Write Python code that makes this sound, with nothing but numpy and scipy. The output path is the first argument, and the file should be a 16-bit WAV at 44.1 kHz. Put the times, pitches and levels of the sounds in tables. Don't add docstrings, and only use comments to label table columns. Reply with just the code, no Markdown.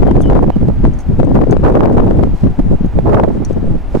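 import sys
import numpy as np
from scipy import signal
from scipy.fft import rfft, irfft
from scipy.io import wavfile
from scipy.ndimage import map_coordinates

SR = 44100
rng = np.random.default_rng(int(sys.argv[2]) if len(sys.argv) > 2 else 0)


def dump_mix(stems):
    frames = np.atleast_2d(stems).T
    limited = np.clip(frames, -1, 1)
    pcm = np.round(limited * 32767).astype(np.int16)
    wavfile.write(sys.argv[1], SR, pcm)


N = 176400
TIME = np.arange(N) / SR


def amp(db):
    return 10 ** (np.asarray(db) / 20)


def unit(x):
    return x / np.sqrt(np.mean(x ** 2) + 1e-20)


def add(mix, start, sound):
    part = mix[max(round(start * SR), 0):][:len(sound)]
    part += sound[:len(part)]


def noise(spectrum):
    hz, db = np.transpose(spectrum)
    f = np.fft.rfftfreq(N, 1 / SR)
    eq = amp(np.interp(np.log(f + 1), np.log(hz), db)) * (f > 0)
    return unit(irfft(rfft(rng.standard_normal(N)) * eq, N))


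def stereo_noise(spectrum, correlation):
    centre = noise(spectrum)
    sides = np.array([noise(spectrum), noise(spectrum)])
    return np.sqrt(correlation) * centre + np.sqrt(1 - correlation) * sides


def wobble(top_hz):
    f = np.fft.rfftfreq(N, 1 / SR) / top_hz
    return unit(irfft(rfft(rng.standard_normal(N)) * np.exp(-f ** 2 / 2) * (f > 1 / 10), N))


# f/Hz, level/dB
TOWN_EQ = [(60, 5), (250, 8.5), (480, 0.5), (760, 4), (1100, -5), (1600, -9), (2600, -16), (4200, -24.5),
           (6500, -29.5), (9500, -35.5), (13000, -38), (16000, -38)]
def town():
    return amp(-34.5) * stereo_noise(TOWN_EQ, correlation=0.82)


# t/s, length/s, level/dB, start f/Hz, middle f/Hz, end f/Hz
WHISTLES = [(0.062, 0.07, -50, 2950, 3130, 3120), (0.215, 0.092, -42, 3810, 3000, 2970),
            (0.517, 0.045, -47.5, 2810, 3090, 2860)]
def bird():
    out = np.zeros(N)
    for start, length, db, *pitches in WHISTLES:
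        progress = np.arange(0, length, 1 / SR) / length
        waver = 1 + 0.017 * wobble(150)[:len(progress)]
        hz = np.interp(progress, [0, .35, 1], pitches) * waver
        envelope = amp(db) * np.abs(np.sin(np.pi * progress)) ** .5
        add(out, start, envelope * np.sin(2 * np.pi * np.cumsum(hz) / SR))
    return out


# centre t/s, half width/s, level/dB
RUSTLES = [(2.373, 0.034, -53), (2.417, 0.019, -53), (3.349, 0.037, -57.5), (3.506, 0.032, -52),
           (3.98, .06, -49.5)]
# f/Hz, level/dB
RUSTLE_EQ = [(1500, -4), (2500, 4.5), (4500, 2), (9000, -4), (12000, -17), (16000, -15)]
def rustles():
    swell = sum(amp(db) * np.exp(-((TIME - centre) / width) ** 2) for centre, width, db in RUSTLES)
    grain = amp(2.5 * wobble(300))
    return swell * grain * stereo_noise(RUSTLE_EQ, correlation=0.2)


# t/s, level/dB, brightness/(dB per octave), ring length factor
CLINKS = [(.212, -42, 15, 1), (.219, -35, 10.5, 0.8), (.935, -47, -8, 0.97), (0.988, -39, -5, 1),
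          (1.003, -41, -6, 1), (1.248, -43, 16, 0.36), (1.510, -29, -5.5, 0.28), (1.52, -35.5, -12, 0.4),
          (2.859, -43, 11, 0.25), (3.449, -26.5, -15, 0.46), (3.529, -39, -4.5, 0.21)]
# f/Hz, level/dB, 60 dB decay/s
METAL_MODES = [(4400, -18, 0.055), (5790, -9, 0.088), (6460, -8, 0.086), (6480, -6, .08), (7340, -19, .06),
               (8220, -8.5, 0.034), (8900, -14.5, 0.055), (9800, -15, .06)]
def clinks():
    out, t = np.zeros((2, N)), np.arange(SR // 5) / SR
    hz, mode_db, t60 = np.transpose(METAL_MODES)[:, :, None]
    tick_band = signal.butter(2, [4200, 10500], "band", fs=SR, output="sos")
    attack = np.minimum(t / 0.00028, 1)
    for start, db, brightness, ring in CLINKS:
        detuned_hz = hz * (1 + 0.0053 * rng.standard_normal(hz.shape))
        for channel, pan_db in zip(out, (-0.5, 0.5)):
            struck_db = mode_db + brightness * np.log2(hz / 6400) + 3 * rng.standard_normal(hz.shape)
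            partials = np.sin(2 * np.pi * (detuned_hz * t + rng.random(hz.shape) / 2))
            modes = (amp(struck_db - 60 * t / (t60 * ring)) * partials).sum(0)
            scrape = unit(signal.sosfilt(tick_band, rng.standard_normal(len(t))))
            tick = amp(-10.5) * scrape * np.exp(-t / (0.013 * ring ** 2))
            add(channel, start, amp(db + pan_db) * (modes + tick) * attack)
    return out


# f/Hz, level/dB
RUMBLE_EQ = [(8, -15), (22, -11), (42, -8), (70, -12), (130, -24.5), (220, -21.5), (500, -39),
             (2000, -91.5)]
# t/s, level/dB
RUMBLE_LEVEL = [(0.0, -7), (0.43, -12), (0.46, -31), (0.69, -14.5), (0.71, -16.5), (0.86, -14.5),
                (0.98, -18.5), (1.04, -32), (1.08, -16.5), (2.35, -13.5), (2.375, -27), (2.416, -29.5),
                (2.43, -16), (2.504, -16.5), (2.53, -31), (2.565, -33), (2.59, -15), (2.755, -13.5),
                (2.775, -37), (2.8, -35), (2.82, -20.5), (2.9, -36.5), (2.97, -15.5), (3.04, -25),
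                (3.07, -14), (3.54, -25), (3.75, -11.5), (3.8, -23.5), (3.98, -20.5), (4.0, -23)]
def rumble():
    level_db = np.interp(TIME, *np.transpose(RUMBLE_LEVEL))
    return amp(level_db - 1) * stereo_noise(RUMBLE_EQ, correlation=0.22)


def crackle(force_db):
    strength = amp(np.minimum(force_db, 3))
    pops_per_s = 170 * strength
    pops = (rng.random(N) < pops_per_s / SR) * rng.standard_normal(N)
    lowpass = signal.butter(1, 2600, fs=SR)
    return amp(-20.5) * signal.lfilter(*lowpass, pops * np.sqrt(strength))


# f/Hz, level/dB
EDDY_EQ = [(15, 8.5), (60, 3), (180, 3), (360, 3), (520, -5), (750, -10.5), (1050, -24.5), (1500, -32),
           (2200, -55.5), (4000, -81), (12000, -87)]
def eddies(force_db, shift_octaves):
    flutter_db, shiver_db = 3 * wobble(50.23), 2 * wobble(260.5)
    force_db = force_db + flutter_db + shiver_db
    speed = np.minimum(2 ** (force_db / 13 + shift_octaves), 2)
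    pressure = map_coordinates(noise(EDDY_EQ), [np.cumsum(speed)], order=3, mode="wrap")
    return amp(-8.5 + 0.3 * force_db) * pressure + crackle(force_db)


NOMINAL_FORCE_DB = -12
# t/s, left level/dB, right level/dB
GUSTS = [(0.0, -15.0, -19.0), (0.233, -17.5, -22.0), (0.39, -15.0, -16.5), (0.41, -26, -26),
         (0.439, -18, -20), (0.5, -22.0, -23.0), (0.512, -46.0, -44.0), (0.551, -48.5, -46),
         (0.601, -31, -32.5), (0.704, -30, -31), (0.729, -46, -46), (0.78, -29.0, -31.0),
         (0.88, -22.0, -23.5), (0.97, -46.5, -46.0), (1.043, -53.5, -54.0), (1.151, -27.0, -34.0),
         (1.28, -17.0, -22.0), (1.43, -19, -22), (1.453, -32, -34), (1.49, -18, -23), (1.555, -21, -25),
         (1.585, -30, -32), (1.65, -12.0, -14.0), (2.09, -12.0, -14), (2.23, -18.0, -18.0),
         (2.34, -27, -31), (2.385, -58.0, -58.0), (2.49, -46, -46.5), (2.555, -58, -58), (2.7, -52, -51.5),
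         (2.785, -55.5, -56), (2.871, -34.5, -36), (2.91, -48.0, -46.0), (3.03, -29.0, -31.0),
         (3.15, -14.0, -11.5), (3.22, -23.5, -20), (3.3, -31.5, -23.0), (3.47, -34.5, -38.0),
         (3.61, -26.0, -34.5), (3.76, -32, -36), (3.8, -48.5, -48.0), (3.93, -47.5, -46),
         (4.0, -35.0, -38.0)]
# centre t/s, length/s, left level/dB, right level/dB
BUFFETS = [(0.031, 0.013, -3.0, -5.0), (0.089, 0.053, -11.0, -16.0), (0.167, 0.032, -9.0, -12.0),
           (0.316, 0.074, -9, -12.5), (0.368, 0.025, -7, -10), (0.436, 0.016, -6.0, -8.0),
           (0.483, 0.024, -13.0, -13.5), (0.569, 0.017, -17.0, -17), (0.631, 0.043, -18.5, -18.5),
           (0.692, 0.033, -19.0, -12.0), (0.858, 0.027, -10.0, -12.5), (1.11, 0.035, -17.5, -21.5),
           (1.204, 0.022, -9.5, -13.0), (1.358, 0.028, -6.0, -7.0), (1.424, 0.025, -8.0, -12.0),
           (1.52, 0.035, -8.0, -16.0), (1.672, 0.055, -6.0, -5.0), (1.762, 0.024, -6.0, -8.0),
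           (1.845, 0.03, -8.0, -10.0), (1.986, 0.039, -8.5, -10), (2.107, 0.019, -10.0, -14.0),
           (2.194, 0.031, -15.0, -12.0), (2.237, 0.014, -11, -15), (2.455, 0.049, -15.5, -16.5),
           (2.507, 0.038, -25, -28), (2.596, 0.02, -15, -12), (2.672, 0.032, -18.0, -28.0),
           (2.73, 0.045, -14.5, -15), (2.814, 0.0165, -18.0, -34.5), (2.852, 0.026, -15.0, -16.0),
           (2.976, 0.044, -19.0, -18), (3.095, 0.064, -11.0, -8.0), (3.169, 0.074, -7.5, -7.5),
           (3.241, 0.017, -11.0, -5.5), (3.287, 0.011, -22, -14), (3.308, 0.00883, -22, -12.5),
           (3.367, 0.023, -21, -20.0), (3.42, 0.032, -28.0, -17.5), (3.508, 0.015, -18.0, -33.0),
           (3.571, 0.023, -16.5, -24.5), (3.654, 0.038, -19.5, -24), (3.724, 0.059, -19.5, -21.5),
           (3.959, 0.027, -13.5, -8.0)]
def wind_force(port):
    gusts = np.array(GUSTS)
    gust_db = np.interp(TIME, gusts[:, 0], gusts[:, 1 + port])
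    force_db = gust_db
    for centre, length, *peaks_db in BUFFETS:
        swell = np.exp(-np.abs((TIME - centre) / (.72 * length)) ** 4)
        force_db = np.maximum(force_db, gust_db + swell * (peaks_db[port] - gust_db))
    return force_db - NOMINAL_FORCE_DB


def thumps():
    out, t = np.zeros((2, N)), np.arange(-SR // 40, SR // 40) / SR
    for centre, length, *peaks_db in BUFFETS:
        hz = 28.7 / np.sqrt(length)
        cycles = t * hz
        envelope = np.exp(-(cycles / 0.65) ** 2)
        front = centre - 0.206 * length
        for channel, peak_db in zip(out, peaks_db):
            swing = envelope * np.sin(2 * np.pi * (cycles + rng.random()))
            add(channel, front + t[0], amp(-3.5 + 0.53 * (peak_db - NOMINAL_FORCE_DB)) * swing)
    return out


# t/s, left level/dB, right level/dB, f/Hz
SLAPS = [(0.0225, 5.5, -27, 330), (0.0322, 3.5, 0, 620), (0.0685, 2, -13, 467), (0.113, 8, -12, 287),
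         (0.1672, -13, 1.5, 570), (0.206, 2, -10, 490), (0.3003, 1, -12, 706), (0.3332, 1.5, -4, 561.9),
         (0.3529, 5.5, -12, 400), (0.3919, 1, -4, 756), (0.4274, -2, -3, 513), (0.503, -17, 4.5, 640),
         (0.687, -19, -0.5, 430), (0.8446, 5.5, -4, 200.2), (0.8525, -2, 0, 679.9),
         (1.2319, 5.5, -4.5, 430), (1.3159, -1, -9.5, 580.2), (1.39, -4, 0.5, 627),
         (1.472, 3.5, -14, 379.6), (1.5272, 6.5, -2, 483.6), (1.568, 5.5, -10, 419.7),
         (1.7535, 2.5, -3, 735), (1.8074, -2.5, 4, 840), (1.858, 5, -6, 616), (1.913, 3, -7, 416),
         (1.9825, 3.5, 0, 699.1), (2.111, 3.5, -5, 479.7), (2.2369, 5.5, -5, 519.3), (2.437, 7, 0, 164.5),
         (2.715, 1, -1, 330), (2.813, 0.5, -12.5, 120.7), (2.848, 1, 0.5, 170.1), (2.989, -10, 6, 500),
         (3.068, -4.5, -1, 679.3), (3.1484, -0.5, -0.5, 761.2), (3.1985, 3, 3, 698.7),
         (3.237, -0.5, 2, 621.2), (3.2408, -8.5, 3, 559.8), (3.2791, -12, 2.5, 424.3),
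         (3.5094, 2, -10, 380.6), (3.95, -10, -1, 476.3)]
def slaps():
    out, t = np.zeros((2, N)), np.arange(-SR // 60, SR // 60) / SR
    for centre, *levels_db, hz in SLAPS:
        phase, polarity = 2 * np.pi * hz * t, rng.choice([-1, 1])
        envelope = np.exp(-(t * hz / 0.66) ** 2)
        snap = 0.39 * np.tanh(phase)
        for port, db in enumerate(levels_db):
            offset = (port != np.argmax(levels_db)) * np.pi / 2
            swing = envelope * np.sin(phase + offset + snap)
            add(out[port], centre + t[0], polarity * amp(db - 3.5) * swing)
    return out


# t/s, pitch shift/octaves, level/dB
MIC_TURN = [(0, -0.086, -1.5), (0.44, -0.026, 0), (0.6, -0.26, 0.5), (1.098, -.2, 2), (1.4, -0.069, 1),
            (1.849, 0.09, -0.5), (2.3, -.2, 0), (2.45, -0.29, 1.5), (2.85, -0.32, 1.5), (3.079, .2, -1),
            (3.171, 0.11, 0), (3.3, 0.38, -3), (3.6, 0.095, -1.5), (4, -.05, -1)]
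def wind():
    times, octaves, db = np.transpose(MIC_TURN)
    shift_octaves, turn_db = np.interp(TIME, times, octaves), np.interp(TIME, times, db)
    surge_db = 1.62 * wobble(50.23)
    low_end = rumble()
    ports = np.array([eddies(wind_force(port) + surge_db, shift_octaves) for port in range(2)])
    return amp(turn_db) * (low_end + ports + thumps())


def scene():
    return wind() + slaps() + town() + clinks() + rustles() + bird()


# f/Hz, level/dB
SPUTTER_EQ = [(500, -9.5), (2000, 12.5), (4000, 2), (8000, -5.5), (16000, -2.5)]
def record(dry):
    overloaded = np.abs(dry) > 0.85
    sputter = amp(-46.5) * overloaded * stereo_noise(SPUTTER_EQ, correlation=0)
    distorted = np.clip(dry, -.96, .96) + sputter
    lowpass = signal.firwin(511, 16000, window=("kaiser", 9), fs=SR)
    padded = np.pad(distorted, ((0, 0), (255, 255)), "edge")
    return signal.oaconvolve(padded, lowpass[None], "valid", axes=1)


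dry = scene()
out = record(dry)
dump_mix(out)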